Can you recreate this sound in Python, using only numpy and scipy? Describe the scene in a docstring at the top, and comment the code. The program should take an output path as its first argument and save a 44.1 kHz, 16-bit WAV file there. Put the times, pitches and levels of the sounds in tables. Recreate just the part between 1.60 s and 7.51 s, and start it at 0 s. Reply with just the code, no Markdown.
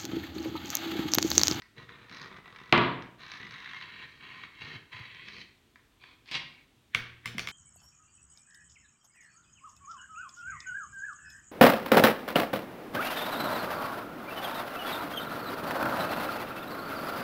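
"""Gritty clicks and a rasp: a utility blade saws the overhanging grip tape off a skateboard deck.
Grit fractures under the edge in stick-slip jerks and drives the deck into a hum. Once the deck tips
and knocks on the wooden table, and both ring in their modes; later, hands bump it softly.
The last of the tape rips, then the stiff offcut snaps free and flicks about.
A live wooden room reverberates, over a faint rumble and hiss."""
import sys
import numpy as np
from scipy import signal
from scipy.fft import rfft, irfft
from scipy.io import wavfile

SR = 44100
rng = np.random.default_rng(int(sys.argv[2]) if len(sys.argv) > 2 else 0)


def pcm_store(signal):
    """Save signal as 16-bit PCM."""
    levels = np.round(np.clip(np.atleast_2d(signal), -1, 1) * 32767)
    wavfile.write(sys.argv[1], SR, levels.astype(np.int16).T)


N = 260851
TIME = np.arange(N) / SR
SIZE = 4096  # samples in a click response

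# spectra of breaking grit, hollow plywood and the tape's tick: (frequency [Hz], level [dB])
GRIT_SPECTRUM = [(700, -43.5), (1300, -12.5), (1650, 0), (1900, 2), (2250, -1.5), (2500, -6), (3100, -9.5),
                 (3700, -8.5), (4600, -30), (7000, -53), (15000, -63)]
PLYWOOD_SPECTRUM = [(300, -23.5), (720, -9), (900, -6.5), (1010, 3.5), (1220, 0), (1400, -4.5),
                    (1650, -5.5), (2500, -42.5)]
TICK_SPECTRUM = [(1000, -7.5), (3000, 0), (4500, -2), (6000, -7.5), (8000, -15), (12000, -20), (16000, -22)]
# resonances of blade and board: (frequency [Hz], level [dB], T60 [s])
EDGE_MODES = [(1017, -6.5, 0.08), (1374, -15, .09), (1958, 4, 0.072), (2198, -5.5, 0.27),
              (2640, -0.5, 0.025), (3866, -6, 0.027), (6340, -18.5, 0.018)]
# pushes of the blade; the last three levels are relative to the rasp:
# (start [s], duration [s], rasp [dB], change over the push [dB], bite [dB], plywood [dB], hum [dB])
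PUSHES = [(0.171, 0.072, -57, -4, -6.5, -3.5, 0), (0.283, 0.22, -59.5, -6.5, -10.5, -4, -2),
          (0.509, 0.175, -54.5, 0, -3, -1, -1), (0.702, 0.097, -57.5, -5, -14, 1, -0.5),
          (0.844, 0.27, -59.5, 0, -9, -1, -3.5), (1.591, 0.19, -51.5, 4.5, -6, -6.5, -13.5),
          (1.801, 0.15, -54, -14, -9, -11, -6), (1.931, 0.294, -48.5, -1.5, -10, -12, -17),
          (2.229, 0.22, -49.5, 5, -13, -12, -12.5), (2.47, 0.12, -61.5, -4, -5.5, -11.5, -9),
          (2.605, 0.25, -50, 2, -12.5, -9.5, -12), (2.874, 0.15, -58.5, 13, -10, -14, -17),
          (3.014, 0.15, -47, 0, -8.5, -10, -8), (3.322, 0.14, -49, -3, -10, -10, -15.5),
          (3.461, 0.24, -52.5, 0.5, -15, -20.5, -14), (3.65, 0.17, -54.5, 12, -2, -13.5, -8),
          (4.407, 0.13, -60.5, -5, -8.5, -7, -16)]


def amp(db):
    """Amplitude ratio: a factor of ten per 20 dB."""
    return 10 ** (np.asarray(db) / 20)


def unit(x):
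    """Normalisation to an rms of 1."""
    return x / np.sqrt(np.mean(x ** 2))


def through(x, response):
    """Convolution: a linear system answers each sample with its impulse response."""
    return signal.fftconvolve(x, response)[:N]


def on_log(hz, points):
    """Interpolation of (frequency [Hz], value) points on a logarithmic frequency axis."""
    frequencies, values = np.transpose(points)
    return np.interp(np.log(hz + 1), np.log(frequencies), values)


def pulse(spectrum, lag_s=0):
    """Dispersion of a click (peak 1): bending waves carry treble fastest; 1 kHz is delayed by lag_s."""
    hz = np.fft.rfftfreq(SIZE, 1 / SR)
    cepstrum = irfft(np.log(amp(on_log(hz, spectrum))))
    cepstrum[1:SIZE // 2] *= 2  # folding the cepstrum gives minimum phase
    cepstrum[SIZE // 2 + 1:] = 0
    bending_phase = 4 * np.pi * lag_s * np.sqrt(1000 * hz)
    click = irfft(np.exp(rfft(cepstrum) - 1j * bending_phase))
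    return click / np.abs(click).max()


def ring(modes):
    """Modal superposition: one second of damped sines of alternating sign."""
    t = TIME[:SR]
    return sum((-1) ** k * amp(db) * np.sin(2 * np.pi * hz * t) * np.exp(-np.log(1000) * t / t60)
               for k, (hz, db, t60) in enumerate(modes))


def ringing(spectrum, modes, ring_db):
    """Impact response: a click plus free vibration, whose energy is ring_db relative to the click."""
    click = np.pad(pulse(spectrum), (0, SR - SIZE))
    tone = ring(modes)
    return click + amp(ring_db) * tone * np.sqrt(np.sum(click ** 2) / np.sum(tone ** 2))


def impulses(table, column=1):
    """Ideal impacts: one impulse at each row's time, at the level [dB] in the chosen column."""
    rows, train = np.array(table), np.zeros(N)
    samples = np.clip(np.round(rows[:, 0] * SR).astype(int), 0, N - 1)
    np.add.at(train, samples, amp(rows[:, column]))
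    return train


def pitched_clicks(rows, spectrum, lag_s):
    """Frequency scaling: one spectrum, shifted for each (time [s], level [dB], pitch [Hz])."""
    return sum(through(impulses([(s, db)]), pulse([(hz * k, gain) for k, gain in spectrum], lag_s))
               for s, db, hz in rows)


def crumble(x, decay_s, tail_db):
    """Crumbling contact: a decaying noise burst follows each impulse."""
    fade = np.exp(-TIME[:SIZE] / decay_s)
    envelope = through(x, fade / np.sqrt(np.sum(fade ** 2)))
    return x + amp(tail_db) * envelope * rng.standard_normal(N)


def grit(per_s, spread_db):
    """Brittle fracture as a Poisson process: grains break independently, at scattered levels."""
    breaks = rng.random(N) < per_s / SR
    sizes = np.minimum(rng.exponential(size=N), 4)
    return breaks * amp(spread_db * sizes) * rng.choice([-1, 1], N)


def room(x, wet_db):
    """Reverberation: direct sound plus a diffuse tail whose treble dies first."""
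    decay_times = [(100, 0.67), (400, 0.64), (2000, 0.53), (4000, 0.49), (8000, 0.24), (15000, 0.33)]  # (frequency [Hz], T60 [s])
    t, hz = TIME[:SR], np.fft.rfftfreq(SR, 1 / SR)
    noise = rfft(rng.standard_normal(SR))
    centres = np.geomspace(100, 16000, 9)
    tail = 0
    for centre, weights in zip(centres, np.eye(len(centres))):
        band = irfft(noise * on_log(hz, np.c_[centres, weights]), SR)
        tail += band * np.exp(-np.log(1000) * t / on_log(centre, decay_times))
    tail *= 1 - np.exp(-(t / 0.0012) ** 2)  # reflections build up
    return x + amp(wet_db) * through(x, tail / np.sqrt(np.sum(tail ** 2)))


def background():
    """Stationary filtered noise: faint room rumble and hiss."""
    spectrum = [(20, -26.5), (43, -5), (110, -3), (170, -10.5), (260, -7.5), (400, -11), (520, -19),
                (1000, -19.5), (2200, -21), (3500, -19.5), (5000, -27.5), (8300, -30), (10500, -34),
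                (15500, -34.5)]  # (frequency [Hz], level [dB])
    return amp(-66) * unit(through(rng.standard_normal(N), pulse(spectrum)))


def catches(slip_clicks, slip_chips):
    """Elastic release: the blade jumps off a coarse grain, blade and plywood click, a chip breaks off."""
    hard_catches = [(0.02, -36, -2), (0.18, -36.5, -18), (0.2921, -34.5, -14), (0.4959, -38.5, -3),
                    (0.525, -39, 2), (0.5467, -32.5, 0), (0.570, -35, -1), (0.597, -35.5, -2),
                    (0.6162, -39, 8), (0.638, -33, -18), (0.77, -37.5, -9), (0.961, -33.5, -11),
                    (0.988, -39, -13), (1.423, -30.5, -9), (1.7174, -29.5, -2), (1.868, -35, -7),
                    (1.909, -34, -3), (2.059, -35, -13), (2.134, -28.5, -12), (2.212, -29.5, -14),
                    (2.836, -32.5, -15), (3.547, -36.5, -6), (3.685, -31, -5), (3.743, -41, -14),
                    (3.805, -60, 19), (4.158, -41, -9.5), (4.4387, -37.5, -12), (4.659, -49, 0)]  # (time [s], click level [dB], chip relative to click [dB])
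    chip_spectrum = [(1000, -40), (2800, -17), (3900, 2), (4600, 6.5), (5400, 1), (6400, -2.5),
                     (7400, -27.5), (10000, -28), (15000, -47.5)]  # (frequency [Hz], level [dB])
    body = ringing(GRIT_SPECTRUM, EDGE_MODES, ring_db=-8)
    body[:SIZE] += amp(-11) * pulse(PLYWOOD_SPECTRUM, lag_s=0.00051)
    clicks = slip_clicks + impulses(hard_catches)
    chips = slip_chips + impulses([(s, db + chip_db) for s, db, chip_db in hard_catches])
    clicks, chips = (amp(-4.5) * crumble(x, decay_s=0.003, tail_db=-1) for x in (clicks, chips))
    chipping = through(chips, pulse(chip_spectrum, lag_s=0.00074))
    return room(through(clicks, body), wet_db=-4) + room(chipping, wet_db=-6.5)


def push(start, length, change_db=0):
    """Amplitude envelope of a push: a graze, a quick attack, a hold that swells or sags, a release."""
    graze_s, attack_s, release_s = 0.0073, 0.004, 0.006
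    age = TIME - start
    graze = amp(-4) * np.exp(np.minimum(age, 0) / graze_s)
    grip = np.maximum(np.clip(age / attack_s, 0, 1), graze)
    hold = amp(change_db * (np.clip(age / length, 0, 1) - 0.5))
    return grip * hold * np.exp(-np.maximum(age - length, 0) / release_s)


def stick_slip():
    """Stick-slip friction: uneven jerks bunch the grains; returns that envelope and an impulse a jerk."""
    # jerky at first, smoother round the corner: (time [s], stick-slip share [0-1])
    jerkiness = [(0.4, .2), (0.55, .55), (1.0, .8), (1.7, .45), (2.15, .42), (2.4, .12)]
    slips_per_s, log_scatter, scatter_db, decay_s = 54, 0.2, 1.5, 0.004
    spacing, size = rng.standard_normal((SIZE, 2)).T
    starts = np.r_[0, np.cumsum(np.exp(log_scatter * spacing[1:]) / slips_per_s)]
    age = TIME - starts[np.searchsorted(starts, TIME, side="right") - 1]
    share = np.interp(TIME, *np.transpose(jerkiness))
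    bunching = np.sqrt(1 - share + share * unit(np.exp(-age / decay_s)) ** 2)
    slips = np.c_[starts, scatter_db * size][starts < TIME[-1]]
    return bunching, share * impulses(slips)


def slack_rasp(grains):
    """Resonance: grains ring blade and board, whose modes the changing grip detunes at each push."""
    detunings = np.exp(0.04 * rng.standard_normal((len(PUSHES), len(EDGE_MODES))))
    rasp = 0
    for (start, length, db, change_db, *_), ratios in zip(PUSHES, detunings):
        modes = [(hz * k, gain, t60) for (hz, gain, t60), k in zip(EDGE_MODES, ratios)]
        response = ringing(GRIT_SPECTRUM, modes, ring_db=-2)
        rasp += amp(db) * push(start, length, change_db) * unit(through(grains, response))
    return rasp


def blade():
    """Forced vibration: grit cracking under the edge drives blade, tape and deck."""
    # treble bite, humming deck and taut tape: (frequency [Hz], level [dB])
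    bite_spectrum = [(1000, -49.5), (2800, -22), (4000, 12), (4500, 2.5), (5000, -2.5), (6300, -7.5),
                     (7500, -32), (10000, -30.5), (15000, -47.5)]
    deck_spectrum = [(30, -35), (60, -15), (112, 1.5), (146, -4), (240, -5), (290, -8.5), (350, -3.5),
                     (450, -9), (700, -25.5), (1500, -54)]
    taut_spectrum = [(800, -39), (1400, -13), (1650, -23.5), (2000, -9.5), (2280, 2), (2550, 2.5),
                     (2800, -12), (3400, -1.5), (3900, -6), (4600, -17), (5100, -42), (7000, -45.5),
                     (15000, -60.5)]
    # round the corner the tape is held shorter and rasps higher: (time [s], taut share before clipping)
    tautness = [(0.4, -1.07), (1.9, -0.53), (2.25, 0.4), (3.3, 0.38), (4.5, 1.32)]
    rasp_gain, bite_gain, plywood_gain, hum_gain = sum(
        np.outer(amp([db, db + bite_db, db + plywood_db, db + hum_db]), push(start, length, change_db))
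        for start, length, db, change_db, bite_db, plywood_db, hum_db in PUSHES)
    bunching, jerks = stick_slip()
    grains = bunching * crumble(grit(per_s=1250, spread_db=0.5), decay_s=0.0036, tail_db=-2)
    taut = np.clip(np.interp(TIME, *np.transpose(tautness)), 0, 1)
    taut_rasp = rasp_gain * unit(through(grains, pulse(taut_spectrum, lag_s=0.001494)))
    rasp = np.sqrt(1 - taut) * slack_rasp(grains) + np.sqrt(taut) * taut_rasp
    bite = amp(-2) * bite_gain * unit(through(grains, pulse(bite_spectrum)))
    plywood = plywood_gain * unit(through(grains, pulse(PLYWOOD_SPECTRUM, lag_s=0.001021)))
    hum = hum_gain * unit(through(grains, pulse(deck_spectrum)))
    sawing = room(rasp + bite + plywood + hum, wet_db=-4.5)
    return sawing + catches(amp(14.5) * rasp_gain * jerks, amp(19) * bite_gain * jerks)


def knock():
    """Impact of wood on wood: a contact crack, a blow dispersing through the table, then modal decay."""
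    # the deck strikes and rattles to rest: (time [s], blow [dB], ring [dB], crack [dB])
    strikes = [(1.1243, -6.5, -25, -4.5), (1.1405, -26.5, -49.5, -30), (1.1768, -17, -28.5, -14),
               (1.2115, -16.5, -34.5, -40)]
    # contact crack and blow in the table top: (frequency [Hz], level [dB])
    crack_spectrum = [(300, -27.5), (650, 2.5), (1700, -17), (2100, 3), (2900, -4.5), (4200, -12),
                      (5000, -19.5), (7000, -34.5), (10000, -48), (15000, -60.5)]
    blow_spectrum = [(30, -23), (65, -11), (130, -2.5), (220, 0), (380, -2), (480, -6), (680, -4),
                     (830, -7.5), (1000, 2), (1500, -5.5), (2250, -3.5), (2550, -6), (3300, -7.5),
                     (4300, -17), (5000, -28.5), (7000, -48.5), (10000, -60), (15000, -71.5)]
    wood_modes = [(128.5, -2, 0.75), (173.9, -6, 0.49), (227.5, 3.5, 0.31), (253.6, -2, 0.46),
                  (284.6, -15.5, 0.65), (349.4, 6, 0.52), (380, -0.5, 0.35), (420.6, -8, 0.4),
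                  (576.5, -12, 0.24), (689, -6.5, 0.31), (954, -5.5, 0.6), (978, -1, 0.16),
                  (1125, -5.5, 0.26), (1160, -12, 0.62), (1240, -9.5, 0.46), (1374, -8, 0.48),
                  (1464, -10, .45), (1439, -13.5, 0.36), (1677, -10, .5), (1635, -12, 0.83),
                  (2060, -3.5, .45), (2050, -2.5, 0.16), (2222, -13, 0.46), (2340, -18, 0.18),
                  (2718, -30.5, 0.57), (2930, -18, 0.46)]  # deck and table together: (frequency [Hz], level [dB], T60 [s])
    crack = through(impulses(strikes, column=3), pulse(crack_spectrum, lag_s=0.0033))
    blow = through(impulses(strikes, column=1), pulse(blow_spectrum, lag_s=0.002013))
    wood = through(impulses(strikes, column=2), ring(wood_modes))
    return amp(-0.5) * crack + amp(-7) * room(blow, wet_db=11.5) + amp(-4.15) * wood


def hand_bumps():
    """Soft contact excites mainly low frequencies: hands press and leave the deck."""
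    contacts = [(3.028, -48, 112), (3.148, -47, 109), (3.339, -47, 107.4), (3.397, -44, 109.7),
                (5.746, -36.5, 206), (5.772, -37.5, 172)]  # (time [s], level [dB], pitch [Hz])
    spectrum = [(.2, -68), (.55, -13.5), (1, 6), (1.5, -11), (2.2, -24), (4, -22.5), (9, -52)]  # (frequency [multiple of pitch], level [dB])
    return room(pitched_clicks(contacts, spectrum, lag_s=0.0016), wet_db=-9.5)


def surge(peak_s, build_s, fall_s):
    """Loading and relaxation: an envelope that grows and decays exponentially."""
    return np.exp(-np.maximum((peak_s - TIME) / build_s, (TIME - peak_s) / fall_s))


def rip():
    """Tensile fracture: the last tape parts in a run of grains; the blade squeaks as it slides out."""
    tugs = [(4.688, -50, 0.014), (4.7146, -35, 0.0014), (4.753, -30, 0.013)]  # (peak time [s], level [dB], build-up [s])
    first_fibre = [(4.713, -35)]  # parts with a tick: (time [s], level [dB])
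    # tearing tape and squeaking blade: (frequency [Hz], level [dB])
    tear_spectrum = [(35, -64.5), (60, -26), (91, -5.5), (151, -13), (347, -12.5), (399, -20.5), (663, -18),
                     (855, -18), (1010, -8), (1360, -14), (2200, -2), (3500, -5), (4400, -7.5), (5300, -14),
                     (6400, -25), (15000, -59)]
    squeak_spectrum = [(1000, -41.5), (2130, -23.5), (2260, -3), (2400, -16), (5000, -55)]
    grains = grit(per_s=2200, spread_db=-0.5)
    strain = sum(amp(db) * surge(s, build_s, fall_s=0.014) for s, db, build_s in tugs)
    tear = strain * unit(through(grains, pulse(tear_spectrum)))
    tick = through(impulses(first_fibre), pulse(TICK_SPECTRUM, lag_s=0.00102))
    squeak = amp(-60) * push(start=4.945, length=0.081) * unit(through(grains, pulse(squeak_spectrum)))
    return room(tear + tick, wet_db=-3) + room(squeak, wet_db=-14)


def offcut():
    """Release of strain energy: the stiff strip drags over grit, then whips free and thuds the deck."""
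    drags = [(5.347, -44.5), (5.657, -46)]  # (peak time [s], level [dB])
    flicks = [(5.3473, -6, -24.5, -46, 2223), (5.6569, -17, -25, -46.5, 2090),
              (5.6752, -29, -34, -73, 2380), (5.7810, -16, -25, -53.5, 2120),
              (5.7930, -18.5, -27, -56, 2360), (5.8721, -18, -31.5, -55, 2190),
              (5.886, -23.5, -29, -55, 2310)]  # (time [s], snap [dB], tick [dB], thud [dB], pitch of the strip [Hz])
    snap_spectrum = [(.015, -59), (.05, -12), (.2, -26.5), (.38, -34.5), (.51, -11.5), (.63, -19),
                     (.74, -20), (.86, -17.5), (1, 2.5), (1.15, -11.5), (1.27, -8), (1.36, -14.5),
                     (1.47, -7), (1.9, -26), (2.7, -32), (3.6, -34.5), (6.8, -67.5)]  # (frequency [multiple of pitch], level [dB])
    flap_spectrum = [(200, -8), (700, -20.5), (1100, -6), (1600, 2), (2300, -1.5), (3400, -2), (4000, -7.5),
                     (6000, -20.5), (15000, -48)]  # crackle of the whole strip: (frequency [Hz], level [dB])
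    deck_modes = [(79, -10, 1), (119, 1, 1), (176, -6.5, 0.69), (234.6, -2, 0.32), (362, -12, 0.86),
                  (479, -9, 0.51), (697, -14, 0.37), (1154, 7, 0.085), (1640, -8, 0.44)]  # (frequency [Hz], level [dB], T60 [s])
    strain = sum(amp(db) * surge(s, build_s=0.0082, fall_s=0.0093) for s, db in drags)
    drag = strain * unit(through(grit(per_s=2000, spread_db=3), pulse(GRIT_SPECTRUM)))
    snaps = pitched_clicks([(s, db, hz) for s, db, _, _, hz in flicks], snap_spectrum, lag_s=0.002373)
    bursts = crumble(impulses(flicks, column=2), decay_s=0.0014, tail_db=8.5)
    ticks = through(bursts, pulse(TICK_SPECTRUM, lag_s=0.001972))
    flap = through(impulses(flicks, column=1), pulse(flap_spectrum, lag_s=0.00198))
    thud = through(impulses(flicks, column=3), ring(deck_modes))
    return (room(drag + amp(-3.5) * snaps, wet_db=-12) + room(amp(-8.5) * ticks, wet_db=0.5)
            + room(amp(-18) * flap, wet_db=6) + thud)


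def scene():
    """Superposition: the pressures of all sources add in one channel."""
    return (background() + blade() + knock() + hand_bumps() + rip() + offcut())[None]


def record(dry):
    """Band limiting: a steep elliptic low-pass at 16 kHz."""
    return signal.sosfilt(signal.ellip(8, 0.2, 70, 16000, fs=SR, output="sos"), dry)


dry = scene()
out = record(dry)
pcm_store(out)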